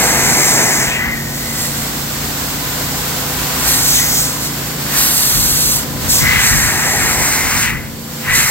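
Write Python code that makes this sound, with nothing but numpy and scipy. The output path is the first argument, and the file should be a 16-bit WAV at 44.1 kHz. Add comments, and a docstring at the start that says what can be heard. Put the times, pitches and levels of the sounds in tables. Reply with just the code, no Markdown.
"""Air blower drying a wet car

The nozzle sweeps over a car roof outdoors, beside a hand-held camera with a two-port microphone.
Shaped noise makes the hissing jet, its louder strike on the panel, the rail groove's roar and the water's rush.
Noise ringing in narrow bands whistles and rasps at the rail; spilled air and breeze buffet the ports in low noise.
Behind it, sine lines at multiples of two shaft rates make the motor's hum and the turbine's whine."""
import sys
import numpy as np
from scipy.fft import rfft, irfft, next_fast_len
from scipy.io import wavfile
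from scipy.ndimage import map_coordinates

SR = 44100
rng = np.random.default_rng(int(sys.argv[2]) if len(sys.argv) > 2 else 0)


def file_out(sig):
    """Save sig as 16-bit WAV at sys.argv[1]."""
    # one column per channel
    cols = np.atleast_2d(sig).T
    # limit, then scale
    lim = np.clip(cols, -1, 1)
    pcm = np.round(lim * 32767).astype(np.int16)
    wavfile.write(sys.argv[1], SR, pcm)


N = 374850
T = np.arange(N) / SR  # time of each sample, s


def amp(db):
    """Decibels to gain."""
    return np.exp(np.asarray(db) * (np.log(10) / 20))


def unit(x):
    """Scale to rms 1."""
    return x / np.sqrt(np.mean(x ** 2) + 1e-20)


def along(points, hz):
    """Join (Hz, value) points on a log frequency axis."""
    f, v = np.transpose(points)
    return np.interp(np.log(hz + 1), np.log(f + 1), v)


def curves(rows):
    """One curve over time for each column after the time column."""
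    s, *columns = np.transpose(rows)
    return [np.interp(T, s, column) for column in columns]


def wobble(rate):
    """A smooth random curve around zero, with rate knots a second."""
    knots = rng.standard_normal(int(N * rate / SR) + 4)
    grid = np.arange(0, len(knots) - 1, 1 / 8)
    smooth = map_coordinates(knots, [grid])
    return np.interp(T * rate, grid, smooth)


def filtered(x, response):
    """Shape x by a response given as a function of frequency."""
    size = next_fast_len(N + 8192)
    hz = np.fft.rfftfreq(size, 1 / SR)
    return irfft(rfft(x, size) * response(hz), size)[..., :N]


def noise(spectrum):
    """Coloured mono noise of rms 1."""
    return unit(filtered(rng.standard_normal(N), lambda hz: amp(along(spectrum, hz))))


def diffuse(spectrum, alike):
    """Coloured stereo noise of rms 1 whose sides are partly alike: mid and side noise set the coherence."""
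    def mid_side(hz):
        turn = np.arccos(np.clip(along(alike, hz), -1, 1)) / 2
        return amp(along(spectrum, hz)) * np.array([np.cos(turn), np.sin(turn)])

    mid, side = filtered(rng.standard_normal((2, N)), mid_side)
    return unit(np.array([mid + side, mid - side]))


def delayed(x, ms):
    """x heard over a path whose length changes."""
    return map_coordinates(x, [(T - ms / 1000) * SR], order=3, mode="mirror")


def resonance(pitch_hz, width_hz):
    """Noise of rms 1 ringing in one resonance, at half amplitude width_hz either side of a pitch that may move."""
    flutter = filtered(rng.standard_normal((2, N)), lambda hz: 1 / (1 + (hz / width_hz) ** 2))
    phase = 2 * np.pi * np.cumsum(pitch_hz * np.ones(N)) / SR
    return unit(flutter[0] * np.cos(phase) + flutter[1] * np.sin(phase))


FADE_DB = 20  # rise_s and fall_s are the times a sweep takes to change by this much


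def sweep(start, hold, rise, fall):
    """Gain 0-1 of one sweep: rise, hold and fall, straight in dB."""
    before = (start - T) / max(rise, .01)
    after = (T - start - hold) / max(fall, .01)
    return amp(-FADE_DB * np.clip(np.maximum(before, after), 0, 6))


def sweeps(rows):
    """One gain curve for each event row."""
    return [amp(db) * sweep(start, hold, rise, fall) for start, hold, db, rise, fall, *_ in rows]


def together(gains):
    """Level in dB of unrelated air sounds that add in power."""
    return 10 * np.log10(sum(g ** 2 for g in gains))


def blend(gains, values):
    """A quality averaged by power, so it leans to the loudest sweep."""
    return sum(g ** 2 * v for g, v in zip(gains, values)) / sum(g ** 2 for g in gains)


# bearing of the nozzle: time_s, left_port_lead_ms
NOZZLE_BEARING = [(0, .103), (.85, .128), (1.1, .148), (1.65, .107), (2.5, .125), (3.4, .07), (3.65, .09),
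                  (4.07, .141), (4.3, .125), (5, .078), (5.3, .103), (5.8, .11), (6.07, .108), (6.22, .134),
                  (6.37, .1), (6.55, .095), (6.82, .108), (7.05, .096), (7.4, .064), (7.7, .066), (8, .1),
                  (8.35, .082)]


def from_nozzle(x):
    """A sound at the nozzle reaches the left port first."""
    lead_ms, = curves(NOZZLE_BEARING)
    return np.array([x, delayed(x, lead_ms)])


# the open jet, louder as the nozzle comes nearer: time_s, level_db
JET_NEARNESS = [(0, -16.5), (.9, -22.5), (1.6, -21), (3.3, -18.5), (3.7, -16), (4.4, -21.5), (4.82, -21),
                (4.95, -16.5), (5.7, -21.5), (6.33, -17), (6.7, -20), (7.6, -19), (8.5, -16.5)]
# the nozzle turns away from the car: start_s, hold_s, dip_depth_db, rise_s, fall_s
TURNS_AWAY = [(0.97, 0.36, 4.5, 0.11, 0.27), (5.845, 0.16, 4, 0.015, 0.053),
              (7.736, 0.28, 12.5, 0.13, 0.86)]


def jet_level():
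    """Level of the open jet in dB: its nearness, less the turns away from the car."""
    near_db, = curves(JET_NEARNESS)
    dips = [depth_db * sweep(start, hold, rise, fall) for start, hold, depth_db, rise, fall in TURNS_AWAY]
    return near_db - sum(dips)


# the jet strikes the roof (also played by roof_strike): start_s, hold_s, level_db, rise_s, fall_s, brightness_db
ROOF_STRIKES = [(0, 0.84, -12.5, .1, 0.16, -10), (1.553, 0.062, -25, 1, 0.7, 7),
                (3.684, 0.21, -15.5, 0.15, 0.18, 5.5), (3.95, 0.25, -15, 0.21, 0.23, 2.5),
                (4.437, 0.032, -23, .12, 0.067, 5), (4.978, 0.79, -16, 0.11, 0.086, 7.5),
                (6.101, 0.095, -14, 0.032, 0.15, 4), (6.46, 0.039, -10.5, 0.14, 0.25, -8),
                (6.581, 0.55, -16.5, .2, 0.15, -8), (7.218, .41, -15.5, 0.17, 0.094, -18),
                (8.354, 0.13, -13.5, 0.071, 0.43, -4.5)]
# spectrum of the open jet: frequency_hz, density_db (per Hz)
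JET_SPECTRUM = [(150, -48), (400, -3.5), (700, 1.5), (1200, 5), (2000, 3), (2700, 1), (4000, 4.5),
                (6000, 0), (7600, 2.5), (8600, 0), (10000, -8), (11000, -1), (11700, 0.5), (15800, 2)]
# left-right likeness of far sound (shared by every source that names it): frequency_hz, coherence
FAR_LIKENESS = [(100, 1), (300, 0.75), (640, 0.48), (1400, 0.22), (3000, 0.019), (15000, .05)]
JET_FOCUS = .87  # share of power added to the straight sound when the jet is aimed at the roof


def open_jet(level_db):
    """Broad turbulent hiss, scattered by the car and the street; more arrives straight when aimed at the roof."""
    strikes = sweeps(ROOF_STRIKES)
    straight = .045 + blend(strikes + [amp(level_db)], [JET_FOCUS] * len(strikes) + [0])
    scattered_air = np.sqrt(1 - straight) * diffuse(JET_SPECTRUM, FAR_LIKENESS)
    straight_air = np.sqrt(straight) * from_nozzle(noise(JET_SPECTRUM))
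    # the left port is a little duller than the right
    side = np.array([[1], [-1]])
    shaded = filtered(scattered_air + straight_air,
                      lambda hz: amp(side * along([(4000, -0.66), (13000, -1.5)], hz)))
    return amp(level_db + 0.46 * wobble(21)) * shaded


# the jet's reflection in the roof: time_s, extra_path_ms
ROOF_REFLECTION = [(0, 1.45), (.5, 1.35), (.9, 1.18), (3.7, 1.22), (4.05, 1.3), (4.9, .95), (5.3, 1.16),
                   (6.1, 1.17), (6.85, 1.4), (7.7, 1.2), (8.5, 1.25)]
# weak reflections from the curved panels: path_ratio (to the roof's extra path), level_db (before colour)
PANEL_REFLECTIONS = [(.62, -22), (.85, -21), (1.25, -22)]
# reflections from the hand and the rail beside the right port: extra_path_ms, level_db (before colour)
NEAR_REFLECTIONS = [(.69, -19), (.96, -13)]
# colour of all the echoes, weak around 5 kHz, stronger from 6 to 9 kHz: frequency_hz, gain_db
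REFLECTION_COLOUR = [(3000, 2), (4400, -9), (5500, -9), (6200, 4.5), (9000, 4), (14000, 2)]
ROOF_ECHO_DB, ECHO_DRIFT_MS = -13, .05  # roof echo before colour; scale of each panel echo's random drift


def off_roof(pair):
    """Several weak reflections colour the hiss with ripples that glide as the nozzle moves."""
    path_ms, = curves(ROOF_REFLECTION)

    def panels(x):
        return sum(amp(db) * delayed(x, ratio * path_ms + ECHO_DRIFT_MS * wobble(2.2))
                   for ratio, db in PANEL_REFLECTIONS)

    left, right = [amp(ROOF_ECHO_DB) * delayed(x, path_ms) + panels(x) for x in pair]
    near = sum(amp(db) * delayed(pair[1], ms + .015 * wobble(1.5)) for ms, db in NEAR_REFLECTIONS)
    echoes = filtered(np.array([left, right + near]), lambda hz: amp(along(REFLECTION_COLOUR, hz)))
    return np.array([unit(x) for x in pair + echoes])


# spectrum of the strike: frequency_hz, density_db (per Hz)
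STRIKE_SPECTRUM = [(900, -51), (2500, -16), (3700, -2.5), (4300, 2), (5300, 1.5), (6700, 3.5), (7500, 3.5),
                   (8400, 3), (9000, -3), (10200, -4.5), (11600, 0), (13000, -0.5), (15800, -6)]
# the jet's fringe always brushes the paint: level against the open jet, brightness
GRAZE_DB, GRAZE_BRIGHT_DB = -14, -15


def roof_strike(jet_db):
    """Where the jet hits the panel it makes a compact hiss, brighter on dry paint."""
    gains = sweeps(ROOF_STRIKES) + [amp(jet_db + GRAZE_DB)]
    level_db = together(gains)
    bright_db = blend(gains, [row[-1] for row in ROOF_STRIKES] + [GRAZE_BRIGHT_DB])
    direct = off_roof(from_nozzle(noise(STRIKE_SPECTRUM)))
    # scattered share of the strike: strong near 3.6 kHz, least near 5.4 kHz, strong again at the top
    scatter_colour = [(3600, -3), (4300, -16), (5400, -24), (6500, -8), (10000, -2.5)]
    scatter = filtered(diffuse(STRIKE_SPECTRUM, FAR_LIKENESS), lambda hz: amp(along(scatter_colour, hz)))
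    air = unit(direct + scatter)
    # a brighter jet also spreads wider on both sides of its peak
    skirt_share = [(3000, 0.79), (4300, 0.47), (6500, 0.048), (8000, 0.16), (11500, 0.55), (15500, .85)]
    skirts = filtered(air, lambda hz: along(skirt_share, hz))
    sputter_db = 1.4 * wobble(11) + 0.53 * wobble(300)  # drops torn off in the stream
    return amp(level_db + sputter_db) * (air + (amp(bright_db) - 1) * skirts)


# the jet runs in the rail's groove (also played by edge_whistle):
# start_s, hold_s, level_db, rise_s, fall_s, whistle_pitch_hz
GROOVE_PASSES = [(0, 0.83, -20, .1, 0.55, 2070), (1.01, 0.058, -24.5, 0.13, 0.19, 1940),
                 (3.679, 0.071, -30.5, 0.46, 0.16, 1900), (4.004, 0.077, -29.5, 0.12, 0.24, 2130),
                 (4.937, 0.045, -26.5, 0.08, 0.24, 1850), (6.252, 0.207, -17.5, 0.085, 0.45, 2000),
                 (6.551, .55, -20, .3, 0.192, 1890), (7.2, 0.47, -20, 0.21, .21, 2060),
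                 (8.275, 0.25, -19.5, 0.045, 0.12, 2060)]
GROOVE_LEAK_DB = -20  # roar stirred by the jet's fringe, against the open jet
# spectrum of the groove's roar: frequency_hz, density_db (per Hz)
GROOVE_SPECTRUM = [(500, -32), (950, -6.5), (1150, -6), (1400, -4), (1750, 0.5), (1980, -0.5), (2250, 0),
                   (2550, -6.5), (3100, -11.5), (5000, -62)]


def rail_roar(jet_db):
    """The groove along the rail resonates like a badly blown pipe: a broad band of noise."""
    level_db = together(sweeps(GROOVE_PASSES) + [amp(jet_db + GROOVE_LEAK_DB)])
    direct = from_nozzle(noise(GROOVE_SPECTRUM))
    air = unit(direct + amp(-8.5) * diffuse(GROOVE_SPECTRUM, FAR_LIKENESS))
    return amp(level_db + 1.0 * wobble(25)) * air


# the jet crosses the groove's edge and whistles: start_s, hold_s, level_db, rise_s, fall_s, pitch_hz
EDGE_CROSSINGS = [(0.764, 0.094, -27, .3, .2, 1817), (1.033, 0.1098, -20.5, .25, 0.1237, 1940),
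                  (1.5, 0.08, -32, 1.1, .6, 1947), (3.994, 0.05, -27, 0.076, .2, 2040),
                  (6.262, 0.0497, -14.5, .08, .28, 2018), (7.717, 0.043, -24.5, 0.197, 0.085, 2008),
                  (8.293, 0.069, -19.5, 0.051, 0.29, 1972)]
SING_DB = -6.5  # whistle while the jet stays in the groove, against the groove passes
WHISTLE_STRAY_HZ = 30  # scale of the pitch's random straying as the hand trembles


def edge_whistle(width_hz):
    """Turbulence drives one resonance of the groove, and its pitch follows the jet's angle."""
    gains = sweeps(EDGE_CROSSINGS) + [amp(SING_DB) * g for g in sweeps(GROOVE_PASSES)]
    level_db = together(gains)
    pitch_hz = blend(gains, [row[-1] for row in EDGE_CROSSINGS + GROOVE_PASSES])
    stray_hz = WHISTLE_STRAY_HZ * wobble(9)
    return amp(level_db) * from_nozzle(resonance(pitch_hz + stray_hz, width_hz))


# the jet drives water off a wet patch: start_s, hold_s, level_db, rise_s, fall_s
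WATER_PATCHES = [(0, 0.7, -21, .1, 0.58), (3.1, 0.65, -32.5, 1.6, 1), (4.95, 0.034, -42, 0.13, .25),
                 (6.85, 0.53, -26, 0.84, 0.4), (8.3, 0.18, -36, 0.29, 0.28)]
MIST_DB = -19  # the thin film elsewhere, against the open jet
# spectrum of the water's rush: frequency_hz, density_db (per Hz)
WASH_SPECTRUM = [(35, -40), (90, -9), (190, 3), (300, 2), (420, 3), (550, -2), (780, 5.5), (1000, -1),
                 (1300, -14), (2200, -21)]


def water_wash(jet_db):
    """The film of water flutters under the jet with a low rush."""
    level_db = together(sweeps(WATER_PATCHES) + [amp(jet_db + MIST_DB)])
    direct = from_nozzle(noise(WASH_SPECTRUM))
    air = unit(direct + amp(-12) * diffuse(WASH_SPECTRUM, FAR_LIKENESS))
    return amp(level_db + 1.8 * wobble(30)) * air


# spilled air reaches the microphone: start_s, hold_s, level_db, rise_s, fall_s
SPILL_GUSTS = [(.26, 0.045, -23, .1, .08), (.72, 0.39, -32, 0.19, .3), (5.36, 0.026, -19, 0.072, .15),
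               (5.52, 0.047, -23.5, 0.087, 0.18), (5.67, 0.09, -28.5, .08, .2), (5.88, .04, -26, .1, 0.22),
               (6.05, 0.037, -23, 0.13, 0.13), (6.225, 0.027, -17.5, 0.054, 0.17),
               (6.32, 0.074, -18.5, 0.078, 0.14), (6.5, 0.099, -18, 0.091, 0.13),
               (6.655, 0.022, -21.5, 0.049, 0.17), (6.97, 0.075, -25, 0.27, 0.25),
               (7.2, 0.021, -21, 0.13, .15), (7.42, 0.38, -25, 0.17, 0.4), (8.27, 0.13, -25, 0.048, 0.47)]
DRAUGHT_DB = -20  # spill between gusts, against the open jet


def spill_level(jet_db):
    """Level in dB of spilled air: gusts over a draught that follows the jet."""
    return together(sweeps(SPILL_GUSTS) + [amp(jet_db + DRAUGHT_DB)])


# spectrum of the buffeting: frequency_hz, density_db (per Hz)
BUFFET_SPECTRUM = [(15, -22), (35, -1), (70, 4), (130, 4), (200, -3.5), (300, -7.5), (600, -32)]


def buffeting(level_db):
    """Eddies of spilled air hit each port differently, in lumps partly shared by both."""
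    own_lumps = np.array([wobble(16), wobble(16)])
    lumps = amp(2.2 * wobble(26) + 1.8 * own_lumps)
    air = diffuse(BUFFET_SPECTRUM, [(30, 0.71), (80, 0.47), (300, 0.22)])
    return amp(level_db) * unit(lumps * air)


# spectrum of the breeze's rumble: frequency_hz, density_db (per Hz)
BREEZE_SPECTRUM = [(12, -15), (28, -15), (45, -1), (65, 3), (100, -38), (200, -22)]
# rumble at the jet's mean level; dB gained per dB of jet; share of the gusts, against the spill
BREEZE_DB, BREEZE_GROWS, BREEZE_GUST_DB = -38.5, 2.3, -19


def breeze(jet_db, spill_db):
    """Slow eddies stirred by the jet press on both ports nearly together."""
    stirred_db = BREEZE_DB + BREEZE_GROWS * (jet_db - jet_db.mean())
    level_db = together([amp(stirred_db), amp(spill_db + BREEZE_GUST_DB)])
    return amp(level_db) * diffuse(BREEZE_SPECTRUM, [(30, 0.95), (100, 0.65)])


def shaft(rate_hz, orders, drift, waver_db):
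    """Sine lines at multiples of a slightly unsteady rotation, each wavering in level on its own."""
    speed = 1 + drift * (wobble(1.502) + .5 * wobble(12))
    turns = np.cumsum(rate_hz * speed) / SR
    lines = [amp(db + waver_db * wobble(3.95)) * np.sin(2 * np.pi * (round(k) * turns + rng.random()))
             for k, db in orders]
    return np.sqrt(2) * sum(lines)


TURBINE_HZ = 503.5  # mean rotation rate
# turbine lines, levels before the gains below: rate_multiple, level_db
TURBINE_ROOT_LINE = [(1, -43)]
TURBINE_OVERTONES = [(2, -44.5), (3, -50), (4, -52.5)]
TURBINE_BLADE_LINE = [(9, -51.5)]
# the whine swells and fades with the camera's position: time_s, root_gain_db, overtones_gain_db
WHINE_GAINS = [(0, 9, 8), (1.15, -2, -2), (1.8, 3, -7), (2.1, -3, -14), (2.7, 4, 7), (3.7, 3, 2.5),
               (4.7, 0, 2), (5.3, -0.5, -3), (5.95, 4.5, 1.5), (6.3, 4, -2), (6.65, -6, 5), (7.2, 8.5, 8),
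               (7.7, -1.5, -7), (8.2, 5.5, 0)]
# the thin blade tone comes and goes with position: time_s, gain_db
BLADE_GAIN = [(0, -6), (1.9, -1), (2.6, 0), (3.6, 6), (4.3, -3), (4.8, 4), (5.3, 9), (7.8, -8), (8, 8),
              (8.2, 3), (8.5, -3)]


def turbine():
    """The turbine's whine: its low lines and its thin blade tone swell and fade as the camera moves."""
    root_db, overtones_db = curves(WHINE_GAINS)
    blade_db, = curves(BLADE_GAIN)
    root = amp(root_db) * shaft(TURBINE_HZ, TURBINE_ROOT_LINE, drift=.0012, waver_db=.8)
    overtones = amp(overtones_db) * shaft(TURBINE_HZ, TURBINE_OVERTONES, drift=.0009, waver_db=1)
    blades = amp(blade_db) * shaft(TURBINE_HZ, TURBINE_BLADE_LINE, drift=.0008, waver_db=2)
    return root + overtones + blades


MOTOR_HZ = 28.35  # mean cycle rate
# motor lines from middle, lowest (a throb), upper, standing-wave and next order, levels before the gains below:
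# rate_multiple, level_db
HUM_LINES = [(5, -31), (6, -38), (7, -45)]
THROB_LINES = [(2, -39), (3, -41.5), (4, -42)]
DRONE_LINES = [(10, -41), (11, -49.5), (12, -58)]
STANDING_LINE = [(8, -35.5)]
NEIGHBOUR_LINE = [(9, -40.5)]
# standing wave of the hum's strongest upper order: time_s, extra_gain_db
STANDING_GAIN = [(0, 2.5), (1.3, 2.5), (2.2, 3), (2.8, -6), (3.4, -9), (3.72, -10), (4.35, -3), (5.3, 0.5),
                 (6.3, 2.5), (7.1, 2.5), (7.5, 5.5), (8.5, 3.5)]
NEIGHBOUR_SWELL = 0.57  # dB the next order gains per dB that the standing order loses
# the machine as the camera moves about: time_s, gain_db, upper_orders_extra_db, lowest_orders_extra_db
MACHINE_GAINS = [(0, 1, 1, -8), (1.5, -.5, -1, 1), (2.5, -1, 4, 0.5), (3.6, 0, -0.5, 2),
                 (4.6, 0.5, 3.5, -1), (5.4, -2, 0.5, -4), (5.95, 1.5, 3, 0), (6.4, -2, -4, 3),
                 (7.2, -3, -7, 3), (8.05, -4, 1, -10), (8.5, -3.5, -8, 0)]
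# spectrum of the housing's rumble: frequency_hz, density_db (per Hz)
HOUSING_SPECTRUM = [(20, -30), (50, -3), (90, 2.5), (130, 3), (260, 2), (380, -1.5), (520, -4), (800, -8.5),
                    (2000, -42)]


def machine():
    """Motor hum, turbine whine and the rumble of their housing."""
    gain_db, upper_db, low_db = curves(MACHINE_GAINS)
    standing_db, = curves(STANDING_GAIN)
    neighbour_db = -NEIGHBOUR_SWELL * standing_db
    hum = shaft(MOTOR_HZ, HUM_LINES, drift=.0012, waver_db=.7)
    throb = amp(low_db) * shaft(MOTOR_HZ, THROB_LINES, drift=.002, waver_db=1.5)
    standing = amp(standing_db) * shaft(MOTOR_HZ, STANDING_LINE, drift=.0012, waver_db=.5)
    neighbour = amp(neighbour_db) * shaft(MOTOR_HZ, NEIGHBOUR_LINE, drift=.0015, waver_db=1)
    drone = amp(upper_db) * shaft(MOTOR_HZ, DRONE_LINES, drift=.0015, waver_db=1.3)
    motor = hum + throb + standing + neighbour + drone
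    rumble = amp(-29.5) * diffuse(HOUSING_SPECTRUM, FAR_LIKENESS)
    return amp(gain_db) * (motor + turbine() + rumble)


# the jet breaks over the rail (also played by rail_rasp): start_s, hold_s, rasp_level_db
RAIL_BREAKS = [(0.892, 0.073, -22.5), (3.964, .026, -32), (6.316, 0.12, -23), (7.632, 0.06, -24.5),
               (8.314, 0.093, -23.5)]
# colour of the hiss on the rail: frequency_hz, gain_db
RAIL_TINT = [(1500, -3), (3300, 5.5), (5000, 0.5), (7500, 2), (12000, 0)]
RAIL_FADE_S = 0.042  # time for the colour to come and go


def on_rail(hiss):
    """On the rail the jet sheds larger eddies: the hiss leans to the upper middle, around 3 kHz."""
    share = np.max([sweep(start, hold, RAIL_FADE_S, RAIL_FADE_S) for start, hold, _ in RAIL_BREAKS], axis=0)
    tinted = filtered(hiss, lambda hz: amp(along(RAIL_TINT, hz)))
    return (1 - share) * hiss + share * tinted


RASP_HZ, RASP_WIDTH_HZ, RASP_FADE_S = 2520, 470, 0.11  # pitch, half width, time to come and go


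def rail_rasp():
    """Breaking over the rail, the jet briefly wakes a broader, higher resonance."""
    gain = sum(amp(db) * sweep(start, hold, RASP_FADE_S, RASP_FADE_S) for start, hold, db in RAIL_BREAKS)
    return gain * from_nozzle(resonance(RASP_HZ, RASP_WIDTH_HZ))


def scene():
    """All the air sounds, led by the jet and its sweeps, over the running machine."""
    jet_db = jet_level()
    spill_db = spill_level(jet_db)
    hiss = on_rail(open_jet(jet_db) + roof_strike(jet_db))
    groove = rail_roar(jet_db) + edge_whistle(width_hz=95) + rail_rasp()
    nozzle = hiss + groove + water_wash(jet_db)
    return nozzle + buffeting(spill_db) + breeze(jet_db, spill_db) + machine()


def bells(rows, hz):
    """Gain in dB of bell-shaped peaks and dips."""
    return sum(db * np.exp(-((hz - centre_hz) / width_hz) ** 2) for centre_hz, width_hz, db in rows)


# the two ports' own colours: frequency_hz, left_minus_right_db
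PORT_COLOUR = [(100, 1), (400, 0), (720, 5), (1000, -2), (1400, 7.5), (1800, 2), (2800, 4), (3600, 3),
               (4400, -1), (6200, 4), (7700, -4), (9700, 5.5), (11800, -3.5), (15800, -1.5)]
# the ports' own timing, shifted around their resonances: frequency_hz, left_port_lead_rad
PORT_TIMING = [(300, 0), (900, -.35), (1200, .2), (1700, -.35), (2600, -.1), (3200, 1.1), (3600, .8),
               (4000, -.45), (4600, -.35), (5400, 0), (7000, 0), (7800, .4), (8500, 1.4), (9100, 2),
               (9700, 1), (10500, .2), (11600, 0), (13000, -.6), (15800, 0)]
# narrow resonances and dips of each port's cavity: centre_hz, half_width_hz, gain_db
LEFT_PORT_CAVITY = [(1060, 110, 0), (3930, 160, -0.5), (5700, 300, 1), (7040, 180, -1.5), (7500, 250, 2.5)]
RIGHT_PORT_CAVITY = [(1100, 50, 1.9), (1280, 120, 0), (1510, 63, 2.5), (2420, 150, -1.5), (2800, 240, 1.6),
                     (3610, 490, -3.5), (5400, 140, 4.7), (6250, 200, 4), (6950, 160, 2)]
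TOP_HZ = 15850  # band limit


def record(dry):
    """Each port colours and delays the sound its own way; peaks are rounded, then the top is cut off."""
    half = np.array([[.5], [-.5]])  # each port takes half of the difference
    x = filtered(dry, lambda hz: amp(half * along(PORT_COLOUR, hz)) * np.exp(1j * half * along(PORT_TIMING, hz)))
    x = filtered(x, lambda hz: amp([bells(LEFT_PORT_CAVITY, hz), bells(RIGHT_PORT_CAVITY, hz)]))
    rounded = x / (1 + np.abs(x / .95) ** 8) ** (1 / 8)
    return filtered(rounded, lambda hz: hz < TOP_HZ)


dry = scene()
out = record(dry)
file_out(out)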